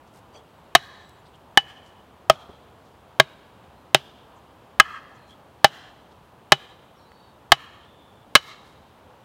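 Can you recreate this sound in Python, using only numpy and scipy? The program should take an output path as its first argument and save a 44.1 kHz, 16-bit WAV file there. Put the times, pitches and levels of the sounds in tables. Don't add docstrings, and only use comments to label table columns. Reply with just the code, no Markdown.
import sys
import numpy as np
from scipy import signal
from scipy.fft import rfft, irfft, next_fast_len
from scipy.io import wavfile
from scipy.ndimage import uniform_filter1d

SR = 44100
rng = np.random.default_rng(int(sys.argv[2]) if len(sys.argv) > 2 else 0)


def put_to_file(sound):
    columns = np.atleast_2d(sound).T
    safe = np.clip(columns, -1, 1)
    whole_steps = np.round(safe * 32767)
    wavfile.write(sys.argv[1], SR, whole_steps.astype(np.int16))


def voltage_ratio(decibels):
    exponent = np.asarray(decibels, float) / 20
    return 10 ** exponent


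N = 407484


def add(out, at_s, sound):
    i = int(at_s * SR)
    out[i:i + len(sound)] += sound[:len(out) - i]


def fade(t, t60):
    return np.exp(-np.log(1000) * t / t60)


def band(x, lo_hz, hi_hz):
    edges = np.clip([lo_hz, hi_hz], [20, 40], [.44 * SR, .45 * SR])
    return signal.sosfilt(signal.butter(2, edges, "bandpass", fs=SR, output="sos"), x)


def unit(x):
    return x / np.sqrt(np.mean(x ** 2))


def walk(rate_hz, count):
    hold = max(int(SR / rate_hz), 1)
    steps = np.repeat(rng.standard_normal(count // hold + 1), hold)
    smooth = uniform_filter1d(uniform_filter1d(steps, hold), hold)
    return 1.3 * smooth[:count]


# pitch_hz [Hz], level_db [dB per Hz]
TRAFFIC_SPECTRUM = [(15, -34), (70, 0), (315, -7), (950, -6), (2100, -22), (3100, -21), (5530, -33.5),
                    (15500, -38)]


def traffic():
    level_db, top_hz = -52, 15900
    size = next_fast_len(N)
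    hz = np.maximum(np.arange(size // 2 + 1) * SR / size, 1)
    pitch_hz, colour_db = np.transpose(TRAFFIC_SPECTRUM)
    colour = voltage_ratio(np.interp(np.log(hz), np.log(pitch_hz), colour_db))
    spectrum = rfft(rng.standard_normal(size)) * colour * (hz < top_hz)
    out, swell = 0, walk(.5, count=N)
    for octave in range(10):
        share = np.clip(1 - abs(np.log2(hz / 31.25) - octave), 0, 1)
        depth_db = 1 if octave < 8 else .2
        drift = voltage_ratio(depth_db * (.45 * swell + 0.55 * walk(17.0, count=N)))
        out = out + irfft(spectrum * share, size)[:N] * drift
    return voltage_ratio(level_db) * unit(out)


# start_s [s] (middle of the puff), length_s [s], level_db [dB],
# pitch_hz [Hz] (band centre), width_hz [Hz]
RUSTLES = [(0.081, .03, -68, 5000, 5000), (.165, 0.064, -61, 5470, 9000), (.365, 0.067, -66, 6460, 4000),
           (0.363, 0.073, -51, 735, 500), (1.094, 0.0055, -60.5, 8500, 9000), (1.269, .03, -63, 4000, 1500),
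           (1.348, .03, -58, 3100, 610), (1.357, 0.0071, -64, 6970, 5000), (1.67, .012, -51, 1800, 511),
           (1.871, 0.057, -65, 5000, 5910), (2.498, 0.015, -41.5, 217, 402), (2.868, .06, -70, 4500, 5030),
           (3.643, 0.009, -51, 511, 600), (3.64, 0.024, -63, 3300, 1200), (4.375, .04, -72.5, 6760, 1500),
           (5.157, .03, -69, 6500, 1490), (5.305, 0.051, -64.5, 5000, 6050),
           (8.663, 0.0056, -67, 4500, 5000), (6.121, .02, -63, 3500, 4000), (7.119, .003, -44, 900, 1300),
           (0.367, 0.071, -53.5, 486, 200), (0.358, .03, -63, 2500, 500), (8.681, 0.12, -68.5, 6000, 7024)]


def rustles():
    out = np.zeros(N)
    n = 8192
    t = (np.arange(n) - n / 2) / SR
    for start_s, length_s, level_db, pitch_hz, width_hz in RUSTLES:
        slips = voltage_ratio(3.3 * rng.standard_normal(n // 64).repeat(64))
        grains = rng.standard_normal(n) * slips
        puff = unit(band(grains, pitch_hz - width_hz / 2, pitch_hz + width_hz / 2))
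        puff = puff * np.exp(-(2 * t / length_s) ** 2)
        cut = max(int(n / 2 - start_s * SR), 0)
        add(out, max(start_s - n / 2 / SR, 0), voltage_ratio(level_db) * puff[cut:])
    return out


def gliding_tones(table, smear_hz, steady):
    out = np.zeros(N)
    for start_s, length_s, level_db, from_hz, to_hz in table:
        along = walk(6 * smear_hz, count=SR // 2)
        across = walk(6 * smear_hz, count=SR // 2)
        n = int(length_s * SR)
        u = np.arange(n) / n
        phase = 2 * np.pi * np.cumsum(from_hz + (to_hz - from_hz) * u) / SR
        tone = (steady + along[:n]) * np.cos(phase) + across[:n] * np.sin(phase)
        add(out, start_s, voltage_ratio(level_db + 1.6) * np.sin(np.pi * u) ** 0.32 * tone)
    return out


# start_s [s], length_s [s], level_db [dB], start_pitch_hz [Hz], end_pitch_hz [Hz]
SQUEAKS_AND_BIRDS = [(.335, .07, -61.5, 3220, 3350), (.335, .05, -61.5, 4670, 4600),
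                     (.34, .045, -65, 6000, 6000), (.4, .28, -87, 8000, 7750), (.93, .11, -80, 7050, 6900),
                     (1.0, 0.17, -76, 7700, 7870), (1.17, .05, -79, 7100, 7250),
                     (1.25, 0.058, -77, 8360, 8070), (3.75, 0.072, -76, 4120, 4100),
                     (5.17, 0.17, -69.5, 4250, 4040), (5.29, .053, -58.5, 3230, 3300),
                     (6.95, .1, -74, 5560, 5500), (6.99, 0.11, -70, 4070, 3980),
                     (6.985, .06, -72, 4350, 4300), (7.06, 0.28, -69.5, 4450, 4480),
                     (7.105, 0.28, -71, 3870, 3720), (7.8, .45, -66.5, 3570, 3440)]


def squeaks_and_birds():
    return gliding_tones(SQUEAKS_AND_BIRDS, smear_hz=70, steady=0.43)


def struck(shapes, spot, push_db):
    node_db, ring_db = -20, -1.5
    half_waves, belly_db = np.transpose(shapes)
    wave = np.cos(np.pi * half_waves * spot + np.pi / 4)
    return belly_db + push_db + ring_db + 10 * np.log10(wave ** 2 + voltage_ratio(node_db) ** 2)


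# pitch_hz [Hz], t60_s [s] while the hands damp the shock,
# tail_db [dB] share that rings on, tail_t60_s [s]
STICK_LOW = [(138.7, 0.084, -20, .16), (381, 0.015, -13, 0.083), (643, 0.025, -14.5, 0.06),
             (1121, 0.012, -16, .065), (1258, .018, -15.5, .05)]
STICK_HIGH = [(1635, .013, -18, .055), (2091, 0.0089, -18, .06), (2500, 0.0027, -18, .06),
              (3212, 0.015, -21, .07), (5040, 0.0099, -22, .05), (4450, .014, -20.5, 0.034)]
BAT = [(803, .03, -14, 0.059), (1770, 0.016, -17.5, .06), (2978, .056, -37, .45), (3683, 0.027, -17, 0.054),
       (3890, .012, -24, 0.11)]


def blow(mode_db, crack_db, contact_s, tick_db, grip_hz):
    t = np.arange(SR // 4) / SR
    hz, t60, tail_db, tail_t60 = np.transpose([*STICK_LOW, *STICK_HIGH, *BAT])[:, :, None]
    hz[2] = grip_hz
    lateness, detune = rng.standard_normal((2, len(hz), 1))
    since = np.maximum(t - .08 * contact_s * abs(lateness), 0)
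    shock_shape = fade(np.maximum(since - contact_s, 0), t60)
    shape = shock_shape + voltage_ratio(tail_db) * fade(since, tail_t60)
    modes = shape * np.sin(2 * np.pi * hz * (1 + 0.0018 * detune) * since)
    sign = (-1.) ** np.argsort(np.argsort(hz, axis=0), axis=0)
    ring = (sign * voltage_ratio(mode_db)[:, None] * modes).sum(axis=0)
    grit = unit(band(rng.standard_normal(len(t)), 800, 3600))
    crack = voltage_ratio(crack_db) * grit * (fade(t, 6 * contact_s) + voltage_ratio(-22.0) * fade(t, 0.088))
    tick = voltage_ratio(tick_db) * unit(band(rng.standard_normal(len(t)), 4000, 14000)) * fade(t, 0.0064)
    return ring, crack + 0.33 * tick


# low_hz [Hz], high_hz [Hz], near_db [dB], near_t60_s [s],
# far_db [dB], far_t60_s [s]
TRUNKS = [(300, 1100, 9.5, .15, -3, 0.78), (850, 2000, 6.5, .13, 2.5, .85), (2600, 4100, 9.5, .2, 3.5, 1),
          (4300, 9000, 9.5, .13, -4, 0.77), (9000, 19000, 14.5, .08, -3, .16)]


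def trunks():
    far_row_s, far_rise_s = .13, 0.11
    t = np.arange(SR) / SR
    swell = np.where(t < far_row_s, np.exp(-.5 * ((t - far_row_s) / far_rise_s) ** 2), 1)
    out = 0
    for low_hz, high_hz, near_db, near_t60, far_db, far_t60 in TRUNKS:
        near = voltage_ratio(near_db) * fade(t, near_t60)
        far = voltage_ratio(far_db) * swell * fade(np.maximum(t - far_row_s, 0), far_t60)
        out = out + (near + far) * band(rng.standard_normal(SR), low_hz, high_hz)
    lumps = voltage_ratio(1.8 * walk(43, count=SR))
    return out * lumps * np.minimum(t / .008, 1) / np.sqrt(0.055 * SR)


# start_s [s], crack_db [dB], contact_s [s], echo_db [dB] from the trunks
BLOWS = [
    (0.751, -1, .0035, -35),
    (1.5738, -4.5, .0018, -34),
    (2.2986, -5, .002, -37),
    (3.1989, -6, .003, -38.5),
    (3.9462, -1.5, 0.0024, -39),
    (4.7989, -6, .004, -31),
    (5.6444, 0.5, .003, -35.5),
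    (6.5205, -2.5, .004, -37),
    (7.5193, -2, .0033, -35.5),
    (8.3523, 1.5, .0055, -33),
]
# stick_spot [0-1 along it], stick_push_db [dB], bat_spot [0-1 along it],
# bat_push_db [dB], grip_hz [Hz] third stick mode under this grip
SPOTS = [(0.496, -3.0, 0.496, -0.1, 705), (0.074, -5.1, 0.22, 1.4, 800), (0.192, 1.3, 0.05, -2.6, 640),
         (0.272, -0.1, 0.504, -4.5, 642), (0.044, 3.9, 0.072, -0.4, 625), (0.588, 4.0, 0.21, -7.7, 650),
         (0.486, -4.0, 0.052, 9.5, 630), (0.05, 5.4, 0.328, -3, 622), (0.642, -0.1, 0.252, -3.5, 700),
         (0.628, -2.4, 0.112, -1.3, 590)]
# half_waves [count along the body], belly_db [dB] when struck on a belly
STICK_SHAPES = [(2.14, -18.1), (2.13, -8.7), (3.78, 1.4), (5.91, -0.9), (4.77, 1.0), (6.31, 1.7),
                (6.03, -1.0), (7.75, -6.7), (7.46, -1.08), (9.14, -15.0), (7.39, -10.4)]
BAT_SHAPES = [(2.31, 0), (3.05, -0.56), (4.37, -1.5), (6.05, -7.5), (5.85, -2.23)]


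def clacks():
    out = np.zeros(N)
    click = np.arange(SR // 10) == 0
    pulse = band(click, 810, 5900)
    pulse = pulse + voltage_ratio(-15) * band(click, 4000, 14000)
    shock_fade = fade(np.arange(len(pulse)) / SR, 0.023)
    for (start_s, crack_db, contact_s, echo_db), spot in zip(BLOWS, SPOTS):
        stick_spot, stick_db, bat_spot, bat_db, grip_hz = spot
        stick_modes_db = struck(STICK_SHAPES, stick_spot, stick_db)
        bat_modes_db = struck(BAT_SHAPES, bat_spot, bat_db)
        tick_db = 3.5 + 1.2 * crack_db
        ring, crack = blow(np.r_[stick_modes_db, bat_modes_db], crack_db, contact_s, tick_db, grip_hz)
        add(out, start_s, ring + crack)
        add(out, start_s + 0.0065, voltage_ratio(-12) * band(crack, 500, 6000))
        shock = band((ring + crack)[:len(pulse)], 300, 4000) * shock_fade
        far = voltage_ratio(-1) * shock + voltage_ratio(crack_db + 22) * pulse
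        add(out, start_s, voltage_ratio(echo_db) * signal.fftconvolve(far, trunks()))
        add(out, start_s + .099, voltage_ratio(-50) * band(shock, 500, 5958))
    return out


# start_s [s], length_s [s], level_db [dB], start_pitch_hz [Hz], end_pitch_hz [Hz]
COOS = [
    (6.58, 0.2, -62, 469, 530),
    (8.53, 0.094, -65, 502, 520),
    (8.98, 0.267, -64, 490, 525),
]


def dove():
    return gliding_tones(COOS, smear_hz=7.7, steady=0.89)


def scene():
    mix = traffic() + rustles() + squeaks_and_birds() + clacks() + dove()
    return mix[None]


def top_cut(x):
    return signal.sosfilt(signal.butter(12, 16920, fs=SR, output="sos"), x)


def record(dry):
    clipped = np.clip(dry, -1, 1)
    coupling = signal.butter(1, 40, "highpass", fs=SR, output="sos")
    return top_cut(signal.sosfilt(coupling, clipped))


dry = scene()
out = record(dry)
put_to_file(out)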